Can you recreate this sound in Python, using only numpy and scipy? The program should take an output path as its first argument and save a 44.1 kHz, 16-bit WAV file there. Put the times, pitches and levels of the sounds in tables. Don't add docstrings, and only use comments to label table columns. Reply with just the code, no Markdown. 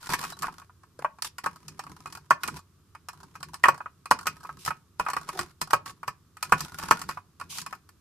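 import sys
import numpy as np
from scipy import signal
from scipy.fft import rfft, irfft, next_fast_len
from scipy.io import wavfile
from scipy.ndimage import map_coordinates

SR = 44100
rng = np.random.default_rng(int(sys.argv[2]) if len(sys.argv) > 2 else 0)


def store_pcm(level_fs):
    pcm = np.round(np.clip(level_fs, -1, 1) * 32767).astype(np.int16)
    wavfile.write(sys.argv[1], SR, np.atleast_2d(pcm).T)


N = 352844
HIT_T = np.arange(6144) / SR
BLOW = round(0.012 * SR)
CASE_HZ = 1204

# (frequency [Hz], relative level [dB], t60 [s])
BODY_MODES = [(146, -19, 0.18), (380, -10, .03), (463, -1, 0.039), (536, -0.5, .035), (611, 6, 0.03),
              (794, -2.5, 0.025), (914.4, -3, 0.047), (995, -0.5, 0.051), (1116, -1.5, 0.071),
              (1271, 0, .052), (1424, 0, 0.04), (1588.4, -8.5, 0.057), (1766, 1, 0.058), (1902, 4, 0.029),
              (2215, -9.5, .05), (2398, -7, .05), (2493, -4.5, 0.087), (2891, -13.5, 0.03)]
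# (from [Hz], to [Hz])
MODE_RANGES = [(130, 700), (700, 1600), (1700, 2900)]
# (frequency [Hz], relative level [dB])
RUMBLE_SPECTRUM = [(30, -37.5), (70, 4.5), (115, -4.5), (155, 11), (220, -2), (390, -4), (520, -20.5),
                   (2500, -53.5)]
# (start [s], end [s], arm rumble [dB], finger rub [dB])
HAND_REACHES = [(0, .68, -54.5, -59), (1.4, 2.31, -54.5, -61.5), (2.399, 2.613, -47.5, -49),
                (3.051, 3.952, -57.5, -65.5), (4.049, 4.854, -57, -61.5), (4.948, 5.549, -55.5, -55),
                (5.598, 6.162, -61.5, -75), (6.357, 7.248, -49.5, -52), (7.372, 7.814, -56, -60.5)]


def amp(db):
    return 10 ** (np.asarray(db) / 20)


def unit(x):
    return x / np.sqrt(np.mean(x ** 2) + 1e-20)


def unit_blow(x):
    return x / np.sqrt(np.mean(x[..., :BLOW] ** 2) + 1e-20)


def along(points, hz):
    f, v = np.transpose(points)
    return np.interp(np.log(hz + 1), np.log(f), v)


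def wobble(rate_hz, size=N):
    knots = rng.standard_normal(int(size * rate_hz / SR) + 4)
    return map_coordinates(knots, [np.arange(size) * rate_hz / SR])


def spread(hz):
    # (frequency [Hz], correlation of left and right [0-1])
    likeness = [(100, 0.96), (500, 0.77), (1200, 0.74), (2400, 0.36), (4500, 0.019)]
    return np.arccos(np.clip(along(likeness, hz), 0, 1)) / 2


def noise(gain, size=N):
    m = next_fast_len(size)
    hz = np.fft.rfftfreq(m, 1 / SR)
    mid_side_gain = [np.cos(spread(hz)), np.sin(spread(hz))]
    spectrum = rfft(rng.standard_normal((2, m))) * gain(hz) * mid_side_gain
    mid, side = irfft(spectrum, m)[:, :size]
    return unit(np.array([mid + side, mid - side]))


def colour(points, ripple_db=0):
    knots_hz = np.linspace(0, SR / 2, 64)
    ripple = ripple_db * rng.standard_normal(len(knots_hz))
    return lambda hz: amp(along(points, hz) + np.interp(hz, knots_hz, ripple))


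def fade(t60_s, attack_s):
    return amp(-60 * HIT_T / t60_s) * (1 - np.exp(-HIT_T / attack_s))


def modes_within(lo_hz, hi_hz):
    return [mode for mode in BODY_MODES if lo_hz <= mode[0] < hi_hz]


def ring(modes, scatter_db, attack_s):
    hz, db, t60_s = np.transpose(modes)[:, :, None]
    strength, start, offset = rng.standard_normal((3, len(hz), 1))
    swing = amp(db + scatter_db * strength) * fade(t60_s, attack_s)
    phase = 2 * np.pi * (hz * HIT_T + 0.12 * start)
    channels = [np.sum(swing * np.sin(phase + side * offset * spread(hz)), axis=0) for side in (1, -1)]
    return unit_blow(np.array(channels))


def add(track, start_s, sound):
    i = max(round(start_s * SR), 0)
    part = track[:, i:i + sound.shape[1]]
    part += sound[:, :part.shape[1]]


def noise_burst(gain, t60_s, attack_s):
    return unit_blow(noise(gain, size=len(HIT_T)) * fade(t60_s, attack_s))


def shell_click():
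    # (frequency [Hz], relative level [dB])
    click_spectrum = [(1500, -32.5), (3000, 2), (3600, -7), (4400, 5), (5300, 4.5), (6500, -3), (8300, 3),
                      (11000, -10.5), (14300, -5)]
    snap = noise_burst(colour(click_spectrum), t60_s=0.0013, attack_s=0.00024)
    dense = noise_burst(colour(click_spectrum, ripple_db=1.0), t60_s=0.03, attack_s=0.00063)
    clear_modes = [(hz, 0, 0.045) for hz in rng.uniform(4000, 12500, size=7)]
    clear = ring(clear_modes, scatter_db=2.5, attack_s=0.00035)
    return unit_blow(dense + amp(-6.5) * snap + amp(-6) * clear)


def body_band(edges_hz, crack_db, crack_t60_s):
    lo, hi = edges_hz
    band = lambda hz: 1 / (1 + (lo / (hz + 1)) ** 8) / (1 + (hz / hi) ** 12)
    crack = noise_burst(band, crack_t60_s, attack_s=0.0017)
    return unit_blow(ring(modes_within(lo, hi), scatter_db=4.0, attack_s=0.0015) + amp(crack_db) * crack)


def contact(pitch_hz, knock_db, click_db, thud_under_db):
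    low, middle, high = MODE_RANGES
    small_db = 11.5 * np.log2(pitch_hz / CASE_HZ)
    thud_db = knock_db + thud_under_db - small_db
    clack_db = knock_db + 0.3 * (click_db - knock_db) - 6.5 + small_db

    thud = body_band(low, crack_db=-12, crack_t60_s=0.031)
    case = ring([(pitch_hz, 0, 0.035)], scatter_db=0, attack_s=0.00077)
    knock = unit_blow(body_band(middle, crack_db=-10, crack_t60_s=0.062) + amp(-2.0) * case)
    clack = body_band(high, crack_db=-5.5, crack_t60_s=0.075)
    hit = amp(thud_db) * thud + amp(knock_db) * knock
    hit = hit + amp(clack_db) * clack + amp(click_db) * shell_click()
    return amp(-3.0) * hit


def set_downs():
    landings = [(0.092, 900, -31, -35, -39.5), (0.135, 1850, -27, -33, -43),
                (0.991, 523, -40.5, -49.5, -64.5), (1.046, 1125, -18, -49, -61),
                (1.461, 1147, -20.5, -35.5, -45), (2.307, 1075, -8.5, -27.5, -59.5),
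                (3.638, 1908, -10.5, -27, -51), (3.655, 1284, -14.5, -36, -62.5),
                (3.684, 1078, -9, -27.5, -42.5), (4.111, 1004, -9.5, -21.5, -42),
                (4.2692, 1275, -21, -25, -50), (4.677, 1320, -22.5, -37, -40.5),
                (4.997, 1022, -19, -34.5, -53.5), (5.166, 1170, -21.5, -37.5, -56),
                (5.2892, 1060, -28.5, -36, -50), (5.391, 1147, -24, -28.5, -43),
                (5.615, 1073, -26.5, -25.5, -43), (5.733, 932, -11, -25, -39.5),
                (6.079, 1147, -25, -35, -44), (6.522, 1225, -9, -26, -32.5), (6.91, 1090, -8.5, -21, -35),
                (7.09, 1070, -26.5, -34, -46.5)]
    lead_s, lead_db = 0.0039, -21.5
    rebound_delay_s, rebound_db = 0.008, -13
    thud_under_db = -17
    out = np.zeros((2, N))
    for s, pitch_hz, knock_db, click_db, thump_db in landings:
        thump = noise_burst(colour(RUMBLE_SPECTRUM), t60_s=0.11, attack_s=0.0019)
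        landing = contact(pitch_hz, knock_db, click_db, thud_under_db)
        rebound = contact(pitch_hz, knock_db, click_db, thud_under_db)
        add(out, s - lead_s, amp(click_db + lead_db) * shell_click())
        add(out, s, landing + amp(thump_db) * thump)
        add(out, s + rebound_delay_s * rng.uniform(0.75, 1.25), amp(rebound_db) * rebound)
    return out


def taps():
    # (time [s], relative knock [dB], relative click [dB])
    touches = [(0.059, -45, -43), (0.2129, -37, -36.5), (0.238, -30, -34), (0.302, -45, -39),
               (0.39, -52, -41), (0.422, -34, -32.5), (0.43, -27.5, -37), (0.442, -23.5, -65),
               (0.482, -29.5, -52), (0.618, -45.5, -61), (0.696, -49, -82), (0.834, -50, -62.5),
               (1.186, -45, -60), (1.222, -36, -25.5), (1.246, -37.5, -32.5), (1.383, -35, -37.5),
               (1.682, -47.5, -37.5), (1.793, -32, -38), (1.866, -39.5, -57), (2.058, -33.5, -47),
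               (2.125, -45.5, -40.5), (2.151, -40, -42), (2.434, -26.5, -29), (2.4768, -34, -31.5),
               (2.571, -48, -46), (2.95, -40, -53.5), (3.086, -35, -37), (3.354, -39.5, -52),
               (3.429, -35, -36), (3.542, -36.5, -37), (3.744, -39, -48), (3.8046, -31, -68),
               (3.859, -31, -64), (4.057, -35.5, -42.5), (4.189, -37, -40.5), (4.257, -34, -46),
               (4.449, -34.5, -66), (4.492, -32, -66), (4.65, -52, -33), (4.706, -24, -44),
               (5.064, -23.5, -49), (5.085, -24.5, -39.5), (5.101, -29.5, -35.5), (5.1333, -26.5, -35.5),
               (5.411, -36, -37.5), (5.707, -32, -34.5), (5.86, -39.5, -40.5), (6.031, -33, -51.5),
               (6.369, -43.5, -49.5), (6.427, -27, -26), (6.606, -33, -28), (6.786, -36, -34.5),
               (6.827, -35.5, -40), (6.993, -43, -40), (7.016, -33, -34.5), (7.11, -37.5, -44.5),
               (7.172, -31.5, -68), (7.399, -40.5, -45), (7.412, -31.5, -44.5), (7.584, -38, -31.5),
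               (7.616, -54, -35.5), (7.663, -33.5, -38.5), (7.727, -31.5, -45), (7.89, -52.5, -53)]
    out = np.zeros((2, N))
    for s, knock_db, click_db in touches:
        pitch_hz = CASE_HZ * np.exp(0.07 * rng.standard_normal())
        add(out, s, contact(pitch_hz, knock_db, click_db, thud_under_db=-20.5))
    return out


def friction(size, hiss_db, body_db):
    # (frequency [Hz], relative level [dB])
    hiss_spectrum = [(900, -54.5), (2500, 1.5), (3400, 1.5), (5200, 4), (7200, -1), (10000, -1),
                     (14300, -7)]
    scrape_spectrum = [(200, -9), (750, -14), (1000, 0.5), (1250, -10.5), (1600, -3.5), (2400, -11),
                       (4500, -47.5)]
    slips_per_s = 190
    slips = (rng.random(size) < slips_per_s / SR) * rng.exponential(size=size) ** 1.6
    catches = signal.fftconvolve(slips, fade(t60_s=0.018, attack_s=0.0003))[:size]
    catches = unit(catches + 0.1)
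    bumpy = 1 / (1 + amp(hiss_db - body_db - 3.5))
    grip = unit(bumpy * catches + 1 - bumpy)

    hiss = unit(noise(colour(hiss_spectrum, ripple_db=1.5), size=size) * grip)
    scrape = unit(noise(colour(scrape_spectrum), size=size) * grip)
    hollow = ring(modes_within(*MODE_RANGES[1]), scatter_db=7.5, attack_s=0.003)
    rattle = unit(signal.fftconvolve(slips[None], hollow, axes=1)[:, :size])
    body = unit(scrape + amp(1.5) * rattle)
    return signal.windows.tukey(size, 0.3) * (amp(hiss_db) * hiss + amp(body_db) * body)


def slides():
    # (start [s], end [s], hiss [dB], body [dB])
    strokes = [(0, 0.086, -48, -47.5), (0.092, 0.163, -34, -30), (.165, 0.346, -45, -43),
               (0.42, 0.482, -51, -41.5), (0.991, 1.031, -60, -44.5), (1.246, 1.282, -39, -46.5),
               (1.435, 1.464, -46.5, -38), (2.441, 2.508, -55, -38), (4.583, 4.658, -52, -74.5),
               (4.651, 4.698, -37.5, -41.5), (5.304, 5.454, -50.5, -49), (5.854, 5.919, -47, -45.5),
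               (6.571, 6.665, -45, -49), (6.78, 6.906, -45.5, -40), (7.489, 7.619, -40, -56.5)]
    out = np.zeros((2, N))
    for start, end, hiss_db, body_db in strokes:
        size = max(round((end - start) * SR), BLOW)
        add(out, start, friction(size, hiss_db, body_db))
    return out


def squeak():
    # (time [s], pitch [Hz], fundamental [dB], octave [dB])
    glide = [(5.33, 384, -50, -75), (5.363, 374.7, -43, -40), (5.388, 357.3, -42.5, -36),
             (5.43, 359, -44, -82), (5.46, 317, -59, -78)]
    s, *columns = np.transpose(glide)
    t = np.arange(s[0], s[-1], 1 / SR)
    pitch_hz, first_db, octave_db = [np.interp(t, s, c) for c in columns]
    unsteady_hz = pitch_hz * (1 + 0.015 * wobble(166, size=len(t)))
    phase = 2 * np.pi * np.cumsum(unsteady_hz) / SR
    uneven = unit(amp(5 * wobble(251, size=len(t))))
    tone = amp(first_db) * np.sin(phase) + amp(octave_db) * np.sin(2 * phase)
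    out = np.zeros((2, N))
    add(out, s[0], (uneven * tone)[None])
    return out


def chirp():
    start_s, length_s, pitch_hz, level_db = 0.321, 0.03, 3960, -43.5
    size = max(round(length_s * SR), BLOW)
    phase = 2 * np.pi * np.cumsum(pitch_hz * (1 + 0.006 * wobble(302, size=size))) / SR
    out = np.zeros((2, N))
    add(out, start_s, (amp(level_db) * signal.windows.hann(size) * np.sin(phase))[None])
    return out


def fingers():
    nudges_per_s, nudge_db, scatter_db = 9, -49.5, 2.5
    out = np.zeros((2, N))
    for start, end, _, rub_db in HAND_REACHES:
        length_s = end - start
        size = max(round(length_s * SR), BLOW)
        add(out, start, friction(size, hiss_db=rub_db - 3, body_db=rub_db))
        for share in rng.beta(2, 2, size=max(round(length_s * nudges_per_s), 0)):
            knock = body_band(MODE_RANGES[1], crack_db=-4, crack_t60_s=0.028)
            nudge = knock + amp(-5.5) * shell_click()
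            strength_db = nudge_db + scatter_db * rng.standard_normal()
            add(out, start + share * length_s, amp(strength_db) * nudge)
    return out


def sleeves():
    out = np.zeros((2, N))
    for start, end, rumble_db, _ in HAND_REACHES:
        size = max(round((end - start) * SR), BLOW)
        uneven = amp(4.6 * wobble(25, size=size))
        rumble = unit(noise(colour(RUMBLE_SPECTRUM), size=size) * uneven)
        add(out, start, amp(rumble_db) * signal.windows.tukey(size, 0.5) * rumble)
    return out


def room(x):
    # (frequency [Hz], t60 [s])
    decay_times = [(200, 0.18), (1200, .24), (14000, 0.052)]
    # (frequency [Hz], tail level [dB])
    tail_levels = [(150, -2.5), (500, -13.5), (1200, -20), (5000, -8.5)]
    delay_s = 0.0056
    out = np.zeros((2, N))
    block = SR // 3
    for i in range(0, N, block):
        hz, t, z = signal.stft(noise(np.ones_like, size=block), SR, nperseg=256)
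        decay = amp(-60 * t / along(decay_times, hz)[:, None])
        decay = decay / np.sqrt(np.mean(decay ** 2, axis=1, keepdims=True) * block)
        level = amp(along(tail_levels, hz))[:, None]
        tail = signal.istft(z * decay * level, SR, nperseg=256)[1]
        add(out, i / SR + delay_s, signal.fftconvolve(x[:, i:i + block], tail, axes=1))
    return out


def room_tone():
    # (frequency [Hz], relative level [dB])
    tone_spectrum = [(20, -26), (60, -12.5), (92, 1), (112, -9), (150, -6.5), (240, -17), (380, -17.5),
                     (540, -31), (850, -32.5), (1150, -22), (2000, -35.5), (5200, -33), (14000, -38.5)]
    return amp(-61) * noise(colour(tone_spectrum))


def scene():
    handling = set_downs() + taps() + slides() + squeak() + chirp() + fingers()
    balance_db = [[-0.4], [0.4]]
    return (handling + room(handling) + sleeves() + room_tone()) * amp(balance_db)


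def record(dry):
    # (frequency [Hz], level [dB])
    treble_limit = [(14500, 0), (15100, -22), (16400, -34)]
    ceiling, top_hz = 0.93, 16600
    rounded = dry / (1 + (dry / ceiling) ** 8) ** (1 / 8)
    m = next_fast_len(N + SR // 2)
    hz = np.fft.rfftfreq(m, 1 / SR)
    gain = amp(along(treble_limit, hz)) * (hz < top_hz)
    return irfft(rfft(rounded, m) * gain, m)[:, :N]


dry = scene()
out = record(dry)
store_pcm(out)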